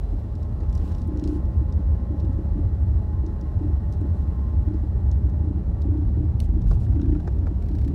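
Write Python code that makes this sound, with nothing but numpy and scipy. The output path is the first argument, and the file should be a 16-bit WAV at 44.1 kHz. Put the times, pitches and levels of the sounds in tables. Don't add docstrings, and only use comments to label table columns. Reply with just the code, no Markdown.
import sys
import numpy as np
from scipy import signal
from scipy.fft import rfft, irfft, next_fast_len
from scipy.io import wavfile

SR = 44100
rng = np.random.default_rng(int(sys.argv[2]) if len(sys.argv) > 2 else 0)


def unload_wav(signal):
    wavfile.write(
        sys.argv[1],
        SR,
        np.round(np.clip(np.atleast_2d(signal).T, -1, 1) * 32767).astype(np.int16),
    )


N = 350154
TIME = np.arange(N) / SR

# t/s, relative level/dB
RUSTLE_LEVEL = [(0, -69.5), (0.65, -71.5), (0.88, -64.5), (1.05, -70.5), (1.6, -72.5), (3.2, -72.5),
                (4.7, -72), (5.65, -74.2), (6.4, -73.7), (6.85, -72), (7.5, -72.8), (7.94, -72)]
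# f/Hz, width/Hz, gain/dB
TRIM_MODES = [(2250, 540, -5), (2870, 450, -1.5), (3660, 610, 0), (4260, 570, 0.5), (5340, 900, -2),
              (8000, 3000, -9)]


def rumble():
    # t/s, relative boom/dB, relative drone/dB
    road = [(0.0, -31.5, -41), (0.7, -26, -36), (1.3, -28, -35.5), (2.5, -25.5, -35.5), (3.3, -30, -37),
            (4.1, -24, -34.5), (4.9, -25.5, -37), (5.5, -26.5, -33), (6.03, -23.5, -37.5),
            (6.3, -22.5, -35.5), (6.7, -25.5, -36), (7.1, -32.5, -30.5), (7.5, -25, -37.5),
            (7.94, -28, -32)]
    # middle t/s, length/s, relative level/dB
    dips = [(2.58, 0.14, -30), (2.98, 0.16, -35.5), (4.64, 0.18, -34.5), (5.63, 0.19, -27.5),
            (6.09, 0.1, -22.5), (6.42, 0.15, -31), (6.56, 0.18, -23.5), (6.7, 0.13, -21.5),
            (6.82, 0.051, -23), (7.12, 0.41, -30), (7.43, 0.14, -28), (7.68, 0.49, -35)]
    ruts = [(0.73, 0.085, -22), (1.45, 0.047, -22), (1.6, 0.086, -18.5), (1.76, 0.1, -21.5),
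            (1.91, 0.083, -17.5), (2.28, 0.13, -23.5), (2.67, 0.086, -21.5), (2.84, 0.23, -22),
            (2.96, 0.13, -20), (3.18, 0.16, -22), (3.58, 0.056, -22), (3.73, 0.15, -22.5),
            (4.1, 0.054, -24), (4.6, 0.19, -22), (4.96, 0.07, -19), (5.12, 0.17, -19), (5.26, 0.041, -18.5),
            (5.4, 0.33, -25.5), (5.9, 0.055, -17.5), (6.75, 0.095, -21), (6.92, 0.17, -19),
            (7.1, 0.17, -22), (7.37, 0.2, -23.5), (7.83, 0.12, -21.5)]
    # f/Hz, density/dB
    heave_spectrum = [(14, -34), (20, -29.5), (27, -8.5), (35, -0.5), (45.5, 15), (52, 4.5), (58, -11)]
    boom_spectrum = [(48, -18.5), (56, -3), (68, 4.5), (79, 2), (94, -4), (104, -4), (113, -11),
                     (121, -14.5), (135, -33.5)]
    drone_spectrum = [(112, -16), (124, -3), (135, 4), (154, -5.5), (175, 2), (198, -3), (216, -6.5),
                      (235, -3.5), (272, -15), (297, -9.5), (335, -9.5), (380, -25.5), (430, -22.5)]
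    boom_db, drone_db = in_time(road)
    sway = np.hypot(from_db(-29 - TIME), from_db(3.5) * bumps(dips))
    heave = sway * evened(noise(heave_spectrum), span_s=.55)
    shaking = np.hypot(from_db(boom_db + 1.57), from_db(1.5) * bumps(ruts))
    boom = shaking * evened(noise(boom_spectrum), span_s=.078)
    flexing = np.hypot(from_db(drone_db + .37), from_db(-11) * bumps(dips))
    drone = flexing * evened(noise(drone_spectrum), span_s=.16)
    return heave + boom + drone


def floor_groan():
    # middle t/s, length/s, level/dB
    twists = [(6.21, 0.14, -25), (6.32, 0.12, -25), (6.62, .1, -23.5), (6.74, 0.11, -27.5),
              (6.88, 0.15, -30.5)]
    # f/Hz, density/dB
    spectrum = [(100, -8), (116, -1), (130, -10), (150, -17)]
    return bumps(twists) * evened(noise(spectrum), span_s=.1)


def washboard(bounce_s=.0335, jitter_s=.0006, pitch_scatter=.015, taper_db=-3):
    # start t/s, length/s, relative crest/dB, ring f/Hz
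    runs = [(0.13, .03, -30, 290), (0.837, .03, -30.5, 274), (1.013, .03, -29, 250), (1.083, .13, -25, 314),
            (1.222, .16, -18.5, 306), (1.613, .03, -30.5, 308), (1.789, .03, -28, 301),
            (2.106, .07, -25.5, 304.5), (2.239, .03, -26, 316), (2.29, .03, -25.5, 255),
            (2.386, .03, -25.5, 314), (2.552, .07, -26, 299), (3.236, .07, -28, 326.5),
            (3.427, .03, -30.5, 312), (3.61, .07, -24, 301.6), (3.695, .03, -27, 307),
            (4.012, .07, -24, 315), (4.673, .1, -24.5, 314), (4.832, .03, -29, 310),
            (5.249, .03, -28.5, 305), (5.437, .16, -27, 302), (5.85, .2, -22.5, 301.5),
            (6.169, .1, -23.5, 312), (6.487, .03, -29, 303), (6.565, .03, -26, 319), (6.96, .13, -19, 291),
            (7.091, .1, -20.5, 300.7), (7.277, .03, -32.5, 361), (7.441, .03, -29.5, 256),
            (7.511, .03, -26.5, 309), (7.704, .07, -26.5, 299.5), (7.863, .07, -23.5, 294.4)]
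    knocks = []
    for start, length, crest_db, hz in runs:
        count = max(round(length / bounce_s), 1)
        unevenness = rng.standard_normal((16, 2))
        for k, (late, higher) in enumerate(unevenness[:count]):
            off_centre = (2 * k + 1) / count - 1
            s = start + k * bounce_s + jitter_s * late * (k > 0)
            db = crest_db + taper_db * off_centre ** 2
            knocks.append((s, db, hz * (1 + pitch_scatter * higher)))
    return knocks


def suspension(knocks, rise_s=.0082, lead_s=.0031, spread_db=3):
    # ratio to the ring pitch, level/dB, t60/s
    strut_modes = [(0.588, -8.5, 0.1), (0.78, -24, 0.059), (0.982, 5, 0.089), (1.07, -11, 0.16),
                   (1.329, -14, 0.055), (1.801, -35, 0.031)]
    ratio, mode_db, t60 = np.transpose(strut_modes)[:, :, None]
    out, t = np.zeros(N), np.arange(SR // 5) / SR
    for s, db, hz in knocks:
        strength = from_db(mode_db + spread_db * rng.standard_normal(ratio.shape))
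        ring = np.sum(strength * ringing(t, hz * ratio, t60), axis=0)
        add(out, s - lead_s, from_db(db + 1) * peak_one(eased(ring, rise_s)))
    return out


def tyres(level_db=-48.5, rise_db_per_s=.0064, follows_rustle=.13, flutter_db=1.22):
    # f/Hz, density/dB
    roar_spectrum = [(330, -8.5), (400, 6.5), (475, -1), (540, 0.5), (720, -3), (850, -3.5), (960, -9),
                     (1300, -16), (1550, -18.5), (1980, -22), (2130, -29), (2600, -31)]
    rustle_spectrum = [(1900, -3), (2600, -3), (2690, 1.5), (2755, -1.5), (2825, 4), (2920, -1),
                       (3930, -2.5), (4005, 4), (4080, -1.5), (4550, -4.5), (5100, -4), (5750, -6.5),
                       (6600, -9.5), (8000, -9.5), (10000, -13), (15500, -16)]
    rustle_db, = in_time(RUSTLE_LEVEL)
    roar_db = level_db + rise_db_per_s * TIME + follows_rustle * (rustle_db - np.median(rustle_db))
    ground = drift(hz=34)
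    roar = from_db(roar_db + flutter_db * ground) * reflections(noise(roar_spectrum), echo_db=-20)
    rustle = from_db(rustle_db + 1.77 + .8 * ground) * reflections(noise(rustle_spectrum), echo_db=-22.5)
    return roar + rustle


def loose_object():
    # t/s, relative level/dB, relative crack/dB, pitch ratio, bouncing t60/s
    landings = [(0.602, -44.5, -10, 1.24, .04), (0.631, -43, -15, 1.2, .04), (1.219, -48, -19, 1.1, .02),
                (5.91, -47, -20, 0.94, .025), (5.944, -47.5, -18, 1, 0.028), (6.011, -51, -19, 1.0, 0.025),
                (6.23, -48, -22, 0.77, .02), (6.7102, -33.5, -14, 1.0, .05), (6.726, -41, -31, 0.8, .05),
                (7.042, -48, -14, 1.1, 0.018), (7.203, -45, -22, 0.91, .03), (7.273, -35, -14, 1.07, 0.048),
                (7.433, -42.5, -28, 0.89, .04), (7.441, -45, -32, 0.83, .03), (7.453, -45, -32, 0.81, .04),
                (7.466, -38, -16.5, 1.08, .05)]
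    # f/Hz, width/Hz, gain/dB
    shell_modes = [(405, 36, 19), (670, 238, 12), (810, 280, 9.5), (1140, 250, 2), (1530, 220, -1.5),
                   (2110, 690, -13), (2530, 430, -17)]
    # f/Hz, level/dB, t60/s
    thud_modes = [(480, 0, 0.04), (700, -1, 0.03), (1170, -9, 0.018), (1587, -9, .022)]
    out, t = np.zeros(N), np.arange(SR // 8) / SR
    for s, db, crack_db, pitch, t60 in landings:
        landing = eased(contact(t60, cabin_db=-25.5, cabin_t60=.12), rise_s=.0015)
        clatter = peak_one(body(landing, shell_modes, pitch))
        ring = sum(from_db(mode_db) * ringing(t, hz * pitch, decay) for hz, mode_db, decay in thud_modes)
        thud = from_db(-5) * peak_one(eased(ring, rise_s=.0032))
        crack = from_db(crack_db - 3) * peak_one(resonance(above(landing, 2300), hz=4100, width_hz=3000))
        add(out, s, from_db(db + 5) * (peak_one(clatter + thud) + crack))
    return signal.sosfilt(signal.butter(2, 8000, fs=SR, output="sos"), out)


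def trim_ticks():
    # t/s, relative level/dB, centre f/Hz, ping/dB, relative bright edge/dB, contact t60/s
    ticks = [(0.352, -47, 4900, -10, -74, 0.011), (0.4284, -45, 4900, -10, -70, 0.015),
             (0.694, -47.5, 4930, -12, -76, .012), (0.7262, -44.5, 4000, -15, -68, .018),
             (0.7502, -38, 5350, -7, -60, .018), (0.775, -43, 4800, -12, -65, .03),
             (0.918, -47, 4400, -15, -63, .02), (0.947, -43.5, 4200, -15, -73, .016),
             (0.9825, -42.5, 4300, -18, -71, 0.0058), (1.0164, -43, 5100, -15, -71, .008),
             (1.0757, -59, 4180, -15, -58.5, .012), (1.1717, -44, 4600, -18, -74, .009),
             (1.1947, -41, 4840, -18, -70, 0.0094), (1.238, -35.5, 4900, -26, -66, .007),
             (1.2743, -37, 4900, -26, -65, 0.0075), (1.4536, -51, 4500, -12, -77, .015),
             (1.723, -43, 5300, -5, -83, 0.019), (2.197, -48, 3900, -20, -69, 0.05),
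             (2.246, -50.5, 4200, -15, -78, .035), (2.3253, -52, 4200, -15, -78, .03),
             (3.262, -46, 5700, -7, -77, .028), (3.41, -45.5, 5200, -1, -67, 0.02),
             (3.923, -46, 5100, -7, -61, 0.029), (3.934, -48, 4500, -15, -65, 0.026),
             (4.011, -51.5, 4040, -15, -64, 0.025), (4.735, -57, 4800, -18, -85, .1),
             (5.113, -41, 5700, -8, -66, .03), (5.295, -54, 5000, -12, -76, .02),
             (5.444, -56, 4200, -12, -74, .02), (5.816, -44.5, 3900, -20, -64, 0.038),
             (5.9744, -54, 3860, -15, -72, .022), (6.616, -50, 4180, -12, -72, 0.033),
             (7.014, -43, 3700, -10, -78, .01), (7.201, -50.5, 3950, -15, -72, .035),
             (7.3228, -56.5, 4460, -15, -86, .02), (7.3846, -54, 4500, -15, -82, .02),
             (7.46, -55, 5000, -15, -77, 0.018)]
    out = np.zeros(N)
    for s, db, hz, ping_db, edge_db, t60 in ticks:
        tap = eased(contact(t60, cabin_db=-24, cabin_t60=.1), rise_s=.0014)
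        panel = peak_one(resonance(body(tap, TRIM_MODES), hz, width_hz=4200))
        ping = from_db(ping_db) * peak_one(resonance(tap, hz, width_hz=450))
        click = contact(t60=.016, cabin_db=-28.5, cabin_t60=.05)
        edge = peak_one(resonance(above(click, 8000), hz=7900, width_hz=4500))
        add(out, s, from_db(db - 3.5) * peak_one(panel + ping) + from_db(edge_db + 9) * edge)
    return out


def trim_snap(at_s=6.4023, level_db=-33.5):
    # f/Hz, level/dB, t60/s
    joint_modes = [(2140, -7.5, 0.024), (2940, 1, 0.02), (3630, -4, .016), (4360, 1, 0.024),
                   (5860, -2, 0.015), (8200, -4, .016), (9600, -10, .02)]
    out, t = np.zeros(N), np.arange(SR // 8) / SR
    ring = sum((-1) ** k * from_db(db) * ringing(t, hz, t60)
               for k, (hz, db, t60) in enumerate(joint_modes))
    crack = resonance(contact(t60=.015, cabin_db=-32, cabin_t60=.07), hz=4500, width_hz=9000)
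    add(out, at_s, from_db(level_db) * (peak_one(ring) + peak_one(crack)))
    return out


def chatter():
    # t/s, relative level/dB
    bounces = [(7.6226, -50), (7.659, -54), (7.6859, -50), (7.714, -51), (7.7508, -48), (7.7852, -47),
               (7.814, -49), (7.847, -48), (7.878, -47)]
    # f/Hz, width/Hz, gain/dB
    fixture_modes = [(1500, 300, 9), (2300, 870, 3.5), (4020, 920, 3.5), (5600, 1200, -0.5),
                     (8000, 1800, -6), (11000, 2000, -8), (14000, 2000, -9)]
    out = np.zeros(N)
    for s, db in bounces:
        tap = contact(t60=.02, cabin_db=-5, cabin_t60=.1)
        add(out, s, from_db(db + 2) * peak_one(body(tap, fixture_modes)))
    return out


def panel_slaps():
    # t/s, peak level/dB, pitch ratio
    slaps = [(6.864, -50, 0.98), (6.9225, -50, 0.89), (6.957, -52.5, 1.35), (6.996, -47, 0.96),
             (7.0145, -46, 0.99), (7.056, -48, 0.92), (7.088, -48.5, 1), (7.121, -48.5, 1.1),
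             (7.149, -48, 0.91), (7.197, -46, 1.06)]
    # f/Hz, width/Hz, gain/dB
    panel_modes = [(1480, 240, 5.5), (1890, 300, -3), (2430, 450, -7.5)]
    out = np.zeros(N)
    for s, db, pitch in slaps:
        tap = eased(contact(t60=.018, cabin_db=-21, cabin_t60=.07), rise_s=.0014)
        add(out, s, from_db(db) * peak_one(body(tap, panel_modes, pitch)))
    return out


def drivetrain(whirr_db=-66):
    # t/s, gain/dB
    load = [(0, -7), (0.7, 0), (3.4, 0.5), (4.6, 0.5), (5.4, -0.5), (6.1, -13.5), (7.94, -13.5)]
    # f/Hz, level at full load/dB, waver/Hz, flutter/dB
    gears = [(597.4, -57.5, 7, 4), (848.4, -55.5, 10, 1.5)]
    # middle t/s, length/s, crest level/dB, crest f/Hz, glide/(Hz/s)
    gear_swells = [(3.8, .6, -60, 730, 1.5), (1.4, 2.8, -59, 1055, 0), (3.39, 0.7, -56.5, 1054, 1),
                   (4.35, 0.96, -56.5, 1055, 0), (5.35, 1.0, -63.5, 1043, -18.5),
                   (0.16, .5, -53.5, 428, 12), (0.55, 1, -71.5, 1300, 40), (2.1, 0.74, -72.5, 1300, 45),
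                   (3.1, .7, -73, 1524, 39.5), (4, .8, -74, 1868, 0)]
    # t/s, f/Hz, level/dB
    climb = [(0, 509, -66), (0.7, 513, -57.5), (1.3, 521, -53.5), (1.9, 531.8, -50.5), (2.4, 538, -51.5),
             (2.9, 543, -59.5), (3.4, 550, -70)]
    # f/Hz, density/dB
    housing_spectrum = [(1120, -3), (1240, 3.5), (1295, -3), (1355, 1.5), (1410, -3.5), (1470, 0.5),
                        (1590, -11.5), (1690, -2), (1750, -8.5), (1880, -2.5), (2020, -5.5), (2110, -18.5)]
    load_db, = in_time(load)
    steady = sum(whine(hz, db + load_db, waver_hz, flutter_db) for hz, db, waver_hz, flutter_db in gears)
    passing = sum(swell(s, length) * whine(hz + glide * (TIME - s), db, waver_hz=4.5, flutter_db=3)
                  for s, length, db, hz, glide in gear_swells)
    whirr = from_db(whirr_db + load_db) * reflections(noise(housing_spectrum), echo_db=-14)
    climbing = whine(*in_time(climb), waver_hz=.95, flutter_db=.5)
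    return steady + passing + whirr + climbing


def whine(hz, db, waver_hz, flutter_db):
    phase = 2 * np.pi * np.cumsum(hz + waver_hz * drift(hz=17.3)) / SR
    return from_db(db + flutter_db * drift(hz=11.4)) * np.sin(phase)


def dashboard_slide(start_s=.85, length_s=.09, level_db=-55, slips_per_s=700):
    # f/Hz, width/Hz, gain/dB
    slider_modes = [(1050, 70, 4), (1200, 150, -4), (1370, 90, -6), (1690, 120, -11)]
    slips = (rng.random(N) < slips_per_s / SR) * rng.standard_normal(N)
    return from_db(level_db) * gate(start_s, length_s, edge_s=.015) * rms_one(body(slips, slider_modes))


def panel_buzz(knocks, buzz_db=-37, lag_s=.003):
    # f/Hz, width/Hz, gain/dB
    panel_modes = [(1460, 52, 6), (1950, 120, -6.5), (2600, 600, -11.5)]
    out = np.zeros(N)
    for s, db, _ in knocks:
        jolt = contact(t60=.095, cabin_db=-21, cabin_t60=.1)
        add(out, s + lag_s, from_db(db + buzz_db) * peak_one(body(jolt, panel_modes)))
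    return out


def small_rattles(per_s=9, smallest_db=-69, spread_db=2.5):
    rustle_db, = in_time(RUSTLE_LEVEL)
    rate = per_s * from_db(2 * (rustle_db - np.median(rustle_db)))
    onsets = rng.random(N) < rate / SR
    sizes = from_db(smallest_db + spread_db * np.minimum(rng.exponential(1, N), 3))
    tick = peak_one(body(contact(t60=.049, cabin_db=-16.5, cabin_t60=.05), TRIM_MODES))
    return signal.fftconvolve(onsets * sizes, tick)[:N]


def hiss_puffs(grit_db=1.5):
    # start t/s, length/s, level/dB
    puffs = [(0.836, 0.073, -68), (1.277, 0.11, -66), (4.142, 0.11, -73.5), (6.394, 0.075, -64.5),
             (6.663, 0.1, -64), (6.792, 0.073, -66.5)]
    # f/Hz, density/dB
    spectrum = [(2500, 6.5), (5000, 4), (9000, 0), (15000, -8)]
    envelope = sum(from_db(db) * gate(s, length, edge_s=.01) for s, length, db in puffs)
    return envelope * from_db(grit_db * drift(hz=120)) * noise(spectrum)


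def reflections(x, echo_db):
    lags = (rng.uniform(.003, .03, 12) * SR).astype(int)
    echoes = sum((-1) ** k * np.roll(x, lag) for k, lag in enumerate(lags))
    return rms_one(x + from_db(echo_db) * echoes)


def contact(t60, cabin_db, cabin_t60):
    t = np.arange(SR // 8) / SR
    return rng.standard_normal(len(t)) * (dying(t, t60) + from_db(cabin_db) * dying(t, cabin_t60))


def body(x, modes, pitch=1):
    return sum((-1) ** k * from_db(db) * resonance(x, hz * pitch, width_hz)
               for k, (hz, width_hz, db) in enumerate(modes))


def resonance(x, hz, width_hz):
    r = np.exp(-np.pi * width_hz / SR)
    feedback = [1, -2 * r * np.cos(2 * np.pi * hz / SR), r * r]
    return signal.lfilter(np.array([1, 0, -1]) * (1 - r * r) / 2, feedback, x)


def above(x, hz):
    return signal.sosfilt(signal.butter(2, hz, "high", fs=SR, output="sos"), x)


def noise(spectrum):
    hz, db = np.transpose(spectrum)
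    size = next_fast_len(N)
    f = np.maximum(np.fft.rfftfreq(size, 1 / SR), 1)
    skirts = np.minimum(1, np.minimum(f / hz[0], hz[-1] / f)) ** 8
    gain = from_db(np.interp(np.log(f), np.log(hz), db)) * skirts
    return rms_one(irfft(gain * rfft(rng.standard_normal(size)), size)[:N])


def drift(hz, points_per_s=400):
    points = rng.standard_normal(int(N / SR * points_per_s) + 800)
    r = np.exp(-2 * np.pi * hz / points_per_s)
    slow = rms_one(signal.lfilter([1], [1, -2 * r, r * r], points)[790:])
    return np.interp(TIME * points_per_s, np.arange(len(slow)), slow)


def evened(x, span_s):
    window = signal.windows.hann(int(2 * span_s * SR))
    power = signal.fftconvolve(x ** 2, window / window.sum(), "same")
    return rms_one(x / np.sqrt(power + .08))


def bumps(rows):
    return np.sqrt(sum((from_db(db) * swell(s, length)) ** 2 for s, length, db in rows))


def swell(s, length):
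    return np.exp(-((TIME - s) / (length / 2)) ** 2)


def gate(s, length, edge_s):
    return np.clip(np.minimum(TIME - s, s + length - TIME) / edge_s, 0, 1)


def eased(x, rise_s):
    return x * (1 - np.exp(-(np.arange(len(x)) / SR / rise_s) ** 2))


def ringing(t, hz, t60):
    return dying(t, t60) * np.sin(2 * np.pi * hz * t)


def dying(t, t60):
    return np.exp(-np.log(1000) * t / t60)


def in_time(rows):
    s, *columns = np.transpose(rows)
    return [np.interp(TIME, s, column) for column in columns]


def add(out, s, sound):
    at = round(s * SR)
    out[at:at + len(sound)] += sound[:N - at]


def from_db(db):
    return 10 ** (np.asarray(db) / 20)


def rms_one(x):
    return x / np.sqrt(np.mean(x ** 2) + 1e-20)


def peak_one(x):
    return x / np.max(np.abs(x))


def scene():
    knocks = washboard()
    rolling = rumble() + floor_groan() + tyres() + drivetrain()
    rattling = trim_ticks() + trim_snap() + chatter() + loose_object()
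    rattling += panel_slaps() + dashboard_slide() + small_rattles()
    return (rolling + suspension(knocks) + rattling + hiss_puffs() + panel_buzz(knocks))[None]


def record(dry):
    return signal.sosfilt(signal.ellip(12, .1, 80, 15750, fs=SR, output="sos"), dry)


dry = scene()
out = record(dry)
unload_wav(out)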